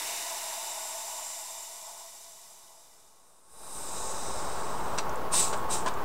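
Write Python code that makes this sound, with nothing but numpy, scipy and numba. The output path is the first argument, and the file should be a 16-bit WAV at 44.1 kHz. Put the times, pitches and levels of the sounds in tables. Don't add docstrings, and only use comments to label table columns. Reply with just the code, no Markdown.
import sys
import numpy as np
from scipy import signal
from scipy.fft import rfft, irfft
from scipy.io import wavfile
from scipy.ndimage import uniform_filter1d
from numba import njit

SR = 44100
rng = np.random.default_rng(int(sys.argv[2]) if len(sys.argv) > 2 else 0)


def waveform_to_disk(signal):
    frames = np.transpose(np.atleast_2d(signal))
    scaled = np.clip(frames, -1, 1) * 32767
    samples = np.round(scaled).astype(np.int16)
    wavfile.write(sys.argv[1], SR, samples)


N = 266628
T = np.arange(N) / SR
FREQS = np.arange(N // 2 + 1) * SR / N

# f/Hz, level/dB
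JET_SPECTRUM = [(3000, -48), (6000, -16), (7200, -8), (8000, -5.5), (8600, -12), (9050, -5.5), (9250, -15),
                (9800, -10.5), (10300, -17.5), (11600, -18), (12300, -20), (13700, -13), (15800, -18)]
# f/Hz, width/Hz, level/dB
SLIT_MODES = [(3850, 270, -12), (4380, 34, -15), (5280, 380, -14), (5560, 55, -13), (5970, 120, -11),
              (6320, 41, -11), (6710, 38, -12), (7170, 100, -8), (7820, 49, -6), (8170, 37, 0),
              (8470, 70, -2), (8720, 52, -10), (8970, 52, -5), (9370, 36, -15), (9600, 59, -13),
              (10300, 40, -16)]


def vent():
    # f/Hz, level/dB
    hiss_spectrum = [(1500, -48), (3350, -27), (3600, -11.5), (3980, -4.5), (4200, -9), (5000, -1.5),
                     (6100, 1), (6600, -1.5), (8300, 1), (9500, -2.5), (11500, -4), (12100, -10),
                     (13800, -8.5), (15800, -16)]
    roar_spectrum = [(40, -35), (250, -20), (400, -9.5), (1000, -4.5), (1600, -2), (2000, 2), (2550, 0.5),
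                     (2950, 3), (3300, -11.5), (3650, 4.5), (4500, -6.5), (8000, -11.5), (16000, -12)]
    # f/Hz, width/Hz, level/dB
    valve_modes = [(1980, 110, -9), (2350, 150, -10), (2970, 120, -8), (3620, 410, -7), (4380, 72, -11),
                   (4950, 85, -8), (5290, 150, -8), (5540, 85, -7), (6030, 130, -6), (6680, 41, -7),
                   (7110, 110, -3), (7360, 50, -3), (7590, 87, 0), (8210, 51, -6), (11200, 100, -9),
                   (11600, 150, -11), (13400, 68, -15), (13700, 100, -14), (13900, 62, -15),
                   (14300, 180, -17)]
    whistle_modes = [(7120, 120, -3), (7360, 70, -3), (7590, 87, 0), (8020, 73, -5)]
    sag_db = 4.5 * T
    closing_db = 3 * since(1.23) ** 2 + 10 * since(3.03)
    flutter = undb(0.18 * walk(35.6))
    hiss = undb(-2) * coloured(hiss_spectrum) + undb(-8.5) * resonant(valve_modes)
    roar = undb(-40 - 2.25 * sag_db - 0.42 * closing_db) * coloured(roar_spectrum)
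    lock_s = 1.24
    lock = undb(-5 - 6 * (T - lock_s) ** 2)
    lift = undb(0.99 * hump(lock_s, 0.4))
    whistle = lock * undb(walk(19.4)) * resonant(whistle_modes)
    return flutter * lift * (undb(-36 - sag_db - closing_db) * (hiss + whistle) + roar)


def rush():
    # f/Hz, width/Hz, level/dB
    hollow_modes = [(378, 79, -18.5), (670, 50, 4.5), (904, 136, 2.5), (990, 71, -2), (1103, 43, -3.5),
                    (1291, 49, -11.5), (1476, 28, -8)]
    # t/s, half length/s, lift/dB
    surges = [(1.944, 0.12, 5.5), (2.5, .06, 1.5), (2.72, .06, 5.5)]
    surge_db = sum(lift_db * hump(at, half) for at, half, lift_db in surges)
    blowing = fading(-43.5, until=0.97, db_per_s=12.5)
    hollow = blowing * undb(surge_db + 0.72 * walk(24.75)) * resonant(hollow_modes)
    rumble = coloured([(25, -1), (70, 1.5), (150, -6), (350, 6.5), (600, 4), (1500, -40)])
    return hollow + undb(-57.5 - 20 * T) * rumble


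def leak():
    # f/Hz, level/dB
    lower_spectrum = [(1200, -29), (2500, -6), (3350, -10.5), (3650, 0.5), (3980, 2.5), (4200, -11),
                      (4800, -2), (5150, 1.5), (5700, -4), (6000, 0.5), (6600, -5), (7500, -16),
                      (10000, -29)]
    # t/s, open share
    opening = [(2.9, 0.18), (3.55, 1), (4.96, 1), (5.03, 0.21)]
    edge_hz = 9530 * 2 ** (-1.22 * since(3.69))
    jet_hz = np.maximum(edge_hz, 8000)
    stream = coloured(JET_SPECTRUM) + undb(-2.5) * resonant(SLIT_MODES)
    jet = fading(-32, until=3.746, db_per_s=18) * unit(bandpass(stream, jet_hz, 3700.0))
    lower = fading(-40.5, until=3.97, db_per_s=14.5) * coloured(lower_spectrum)
    edge_band = bandpass(rng.standard_normal(N), edge_hz, 1700.0)
    edge = fading(-41.5, until=4, db_per_s=30) * unit(bandpass(edge_band, edge_hz, 1700.0))
    sizzle = fading(-48, until=3.82, db_per_s=34) * resonant([(11600, 650, 0), (13700, 260, -1)])
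    open_share = np.interp(T, *np.transpose(opening))
    return swell() * open_share * undb(0.44 * walk(30.2)) * (jet + lower + edge + sizzle)


def spurts():
    # t/s, rise/s, hold/s, fade/(dB/s), level/dB, first peak/Hz, last peak/Hz, spray/dB re jet
    blasts = [(5.304, 0.039, 0.066, 164, -27.5, 9020, 7500, -1.5),
              (5.682, 0.035, 0.025, 204, -33.5, 7860, 7400, -2)]
    # f/Hz, level/dB
    spray_spectrum = [(800, -16), (2000, -5), (2700, 1.5), (3300, -1.5), (3850, 7.5), (4250, 0.5),
                      (5200, 5), (6800, 4.5), (7600, 5), (9000, 3), (10300, -0.5), (12200, -10.5),
                      (13800, -8), (15800, -14)]
    spray = coloured(spray_spectrum)
    stream = resonant(SLIT_MODES) + undb(-3) * coloured(JET_SPECTRUM)
    out = 0
    for start, rise, hold, db_per_s, db, first_hz, last_hz, spray_db in blasts:
        peak_hz = np.interp(T, [start, start + 0.13], [first_hz, last_hz])
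        jet = unit(bandpass(stream, peak_hz, 1400.0))
        out += undb(db) * burst(start, rise, hold, db_per_s) * (jet + undb(spray_db) * spray)
    return out * undb(0.63 * walk(160))


def clacks():
    # t/s, level/dB, scrape/s, t60/s, thud/dB re crack, ring/dB re crack
    contacts = [(4.9774, -40, 0.0044, 0.033, 0, 1), (4.984, -30, 0.0034, 0.067, -6, -4.5),
                (5.337, -33.5, 0.0037, 0.051, 3, -14), (5.527, -38, 0.011, 0.036, 7, -5),
                (5.5396, -48, .004, 0.071, 15, -17), (5.86, -36, 0.0031, 0.034, 9.5, -16),
                (5.8661, -38, 0.0093, 0.042, 6.5, -17), (5.878, -34.5, 0.004, 0.062, 0, -22)]
    # f/Hz, level/dB
    crack_spectrum = [(300, 4.5), (1400, 7.5), (2100, 2), (3200, 4.5), (4500, 3), (6400, -1), (8000, 1.5),
                      (9300, -2.5), (10500, -17), (11500, -26), (16000, -35)]
    # f/Hz, width/Hz, level/dB
    body_modes = [(2720, 200, -2), (4020, 260, -1), (4750, 160, -3), (5790, 200, 3), (6620, 160, -4),
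                  (7850, 260, -3), (8580, 200, -3), (10550, 200, -16)]
    tank_modes = [(599.5, 290, -8), (1000, 170, 5), (1540, 155, -2.5)]
    crack = coloured(crack_spectrum) * undb(0.77 * walk(700))
    ring, thud = resonant(body_modes), resonant(tank_modes)
    out = 0
    for start, db, scrape, t60, thud_db, ring_db in contacts:
        sound = crack + undb(thud_db) * thud + undb(ring_db) * ring
        out += undb(db) * burst(start, 0.00057, scrape, 60 / t60) * sound
    return out


def ticks():
    # t/s, level/dB, f/Hz
    contacts = [(5.094, -45, 6600), (5.156, -43, 7900), (5.5735, -44, 7900), (5.938, -45, 7260),
                (6.0405, -44.5, 7300)]
    return sum(undb(db) * burst(start, 0.0007, 0.0015, 2600) * resonant([(hz, 1500, 0)])
               for start, db, hz in contacts)


def motor():
    # f/Hz, level/dB
    whirr_spectrum = [(25, -9), (54, 0), (90, -8), (180, -3), (290, -6), (400, -0.5), (700, -0.5),
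                      (930, 1.5), (1250, -2), (1700, -12.5), (2400, -19.5), (4300, -25.5), (10500, -31),
                      (15500, -28.5)]
    # f/Hz, level/dB
    partials = [(58.8, -20), (120, -22), (166.5, -22.5), (387.6, -18.5), (438.2, -18.5), (657.3, -22),
                (790, -20.5), (876.4, -7.5), (921.5, -17), (1095.4, -8), (1501.5, -23.5), (1647, -26)]
    whirr = coloured(whirr_spectrum) * undb(0.52 * walk(60))
    turning_s = T + np.cumsum(0.0006 * walk(6)) / SR
    tones = 0
    for hz, db in partials:
        cycles = hz * turning_s + rng.random() + 0.035 * walk(14)
        tones += undb(db + 1.8 * walk(7)) * np.sin(2 * np.pi * cycles)
    return undb(-35) * swell() * (whirr + undb(0.2) * tones)


def room(x, t60=0.25, wet_db=-12):
    age = T[:SR // 2]
    tail = rng.standard_normal(len(age)) * undb(-60 * age / t60) * (age > 0.003)
    return x + undb(wet_db) * signal.fftconvolve(x, tail / np.linalg.norm(tail))[:N]


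def swell(start=3.442, tau_s=0.51, faint_db=-31):
    risen = (1 - np.exp(-since(start) / tau_s)) ** 1.86
    return undb(faint_db) + (1 - undb(faint_db)) * risen


def burst(start, rise, hold, db_per_s):
    return np.clip((T - start) / rise, 0, 1) ** 2 * fading(0, start + rise + hold, db_per_s)


def fading(db, until, db_per_s):
    return undb(db - db_per_s * since(until))


def hump(at, half):
    return np.exp(-((T - at) / half) ** 2)


def since(start):
    return np.maximum(T - start, 0)


def walk(rate):
    span = max(int(SR / rate), 1)
    held = np.repeat(rng.standard_normal(N // span + 1), span)[:N]
    return unit(uniform_filter1d(uniform_filter1d(held, span), span))


def coloured(points):
    hz, db = np.transpose(sorted(points))
    return turbulence(undb(np.interp(np.log(FREQS + 1), np.log(hz), db)))


def resonant(modes):
    power = sum((undb(db) / (1 + 2 * ((FREQS - hz) / width) ** 2)) ** 2 for hz, width, db in modes)
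    return turbulence(np.sqrt(power))


def turbulence(gain):
    return unit(irfft(rfft(rng.standard_normal(N)) * gain, N))


@njit
def bandpass(x, hz, width_hz):
    out = np.empty(len(x))
    band_state, low_state = 0., 0.
    for i in range(len(x)):
        g, damping = np.tan(np.pi * hz[i] / SR), width_hz / hz[i]
        band = (band_state + g * (x[i] - low_state)) / (1 + g * (g + damping))
        band_state = 2 * band - band_state
        low_state += 2 * g * band
        out[i] = damping * band
    return out


def undb(db):
    return 10 ** (np.asarray(db) / 20)


def unit(x):
    return x / np.sqrt(np.mean(x ** 2))


def scene():
    mono = room(vent() + rush() + leak() + spurts() + clacks() + ticks()) + motor()
    return np.array([mono, mono])


def record(dry, top_hz=15720):
    lowpass = signal.ellip(12, 0.1, 80, top_hz, fs=SR, output="sos")
    offset = undb(-28) * swell()
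    return signal.sosfilt(lowpass, dry) - offset


dry = scene()
out = record(dry)
waveform_to_disk(out)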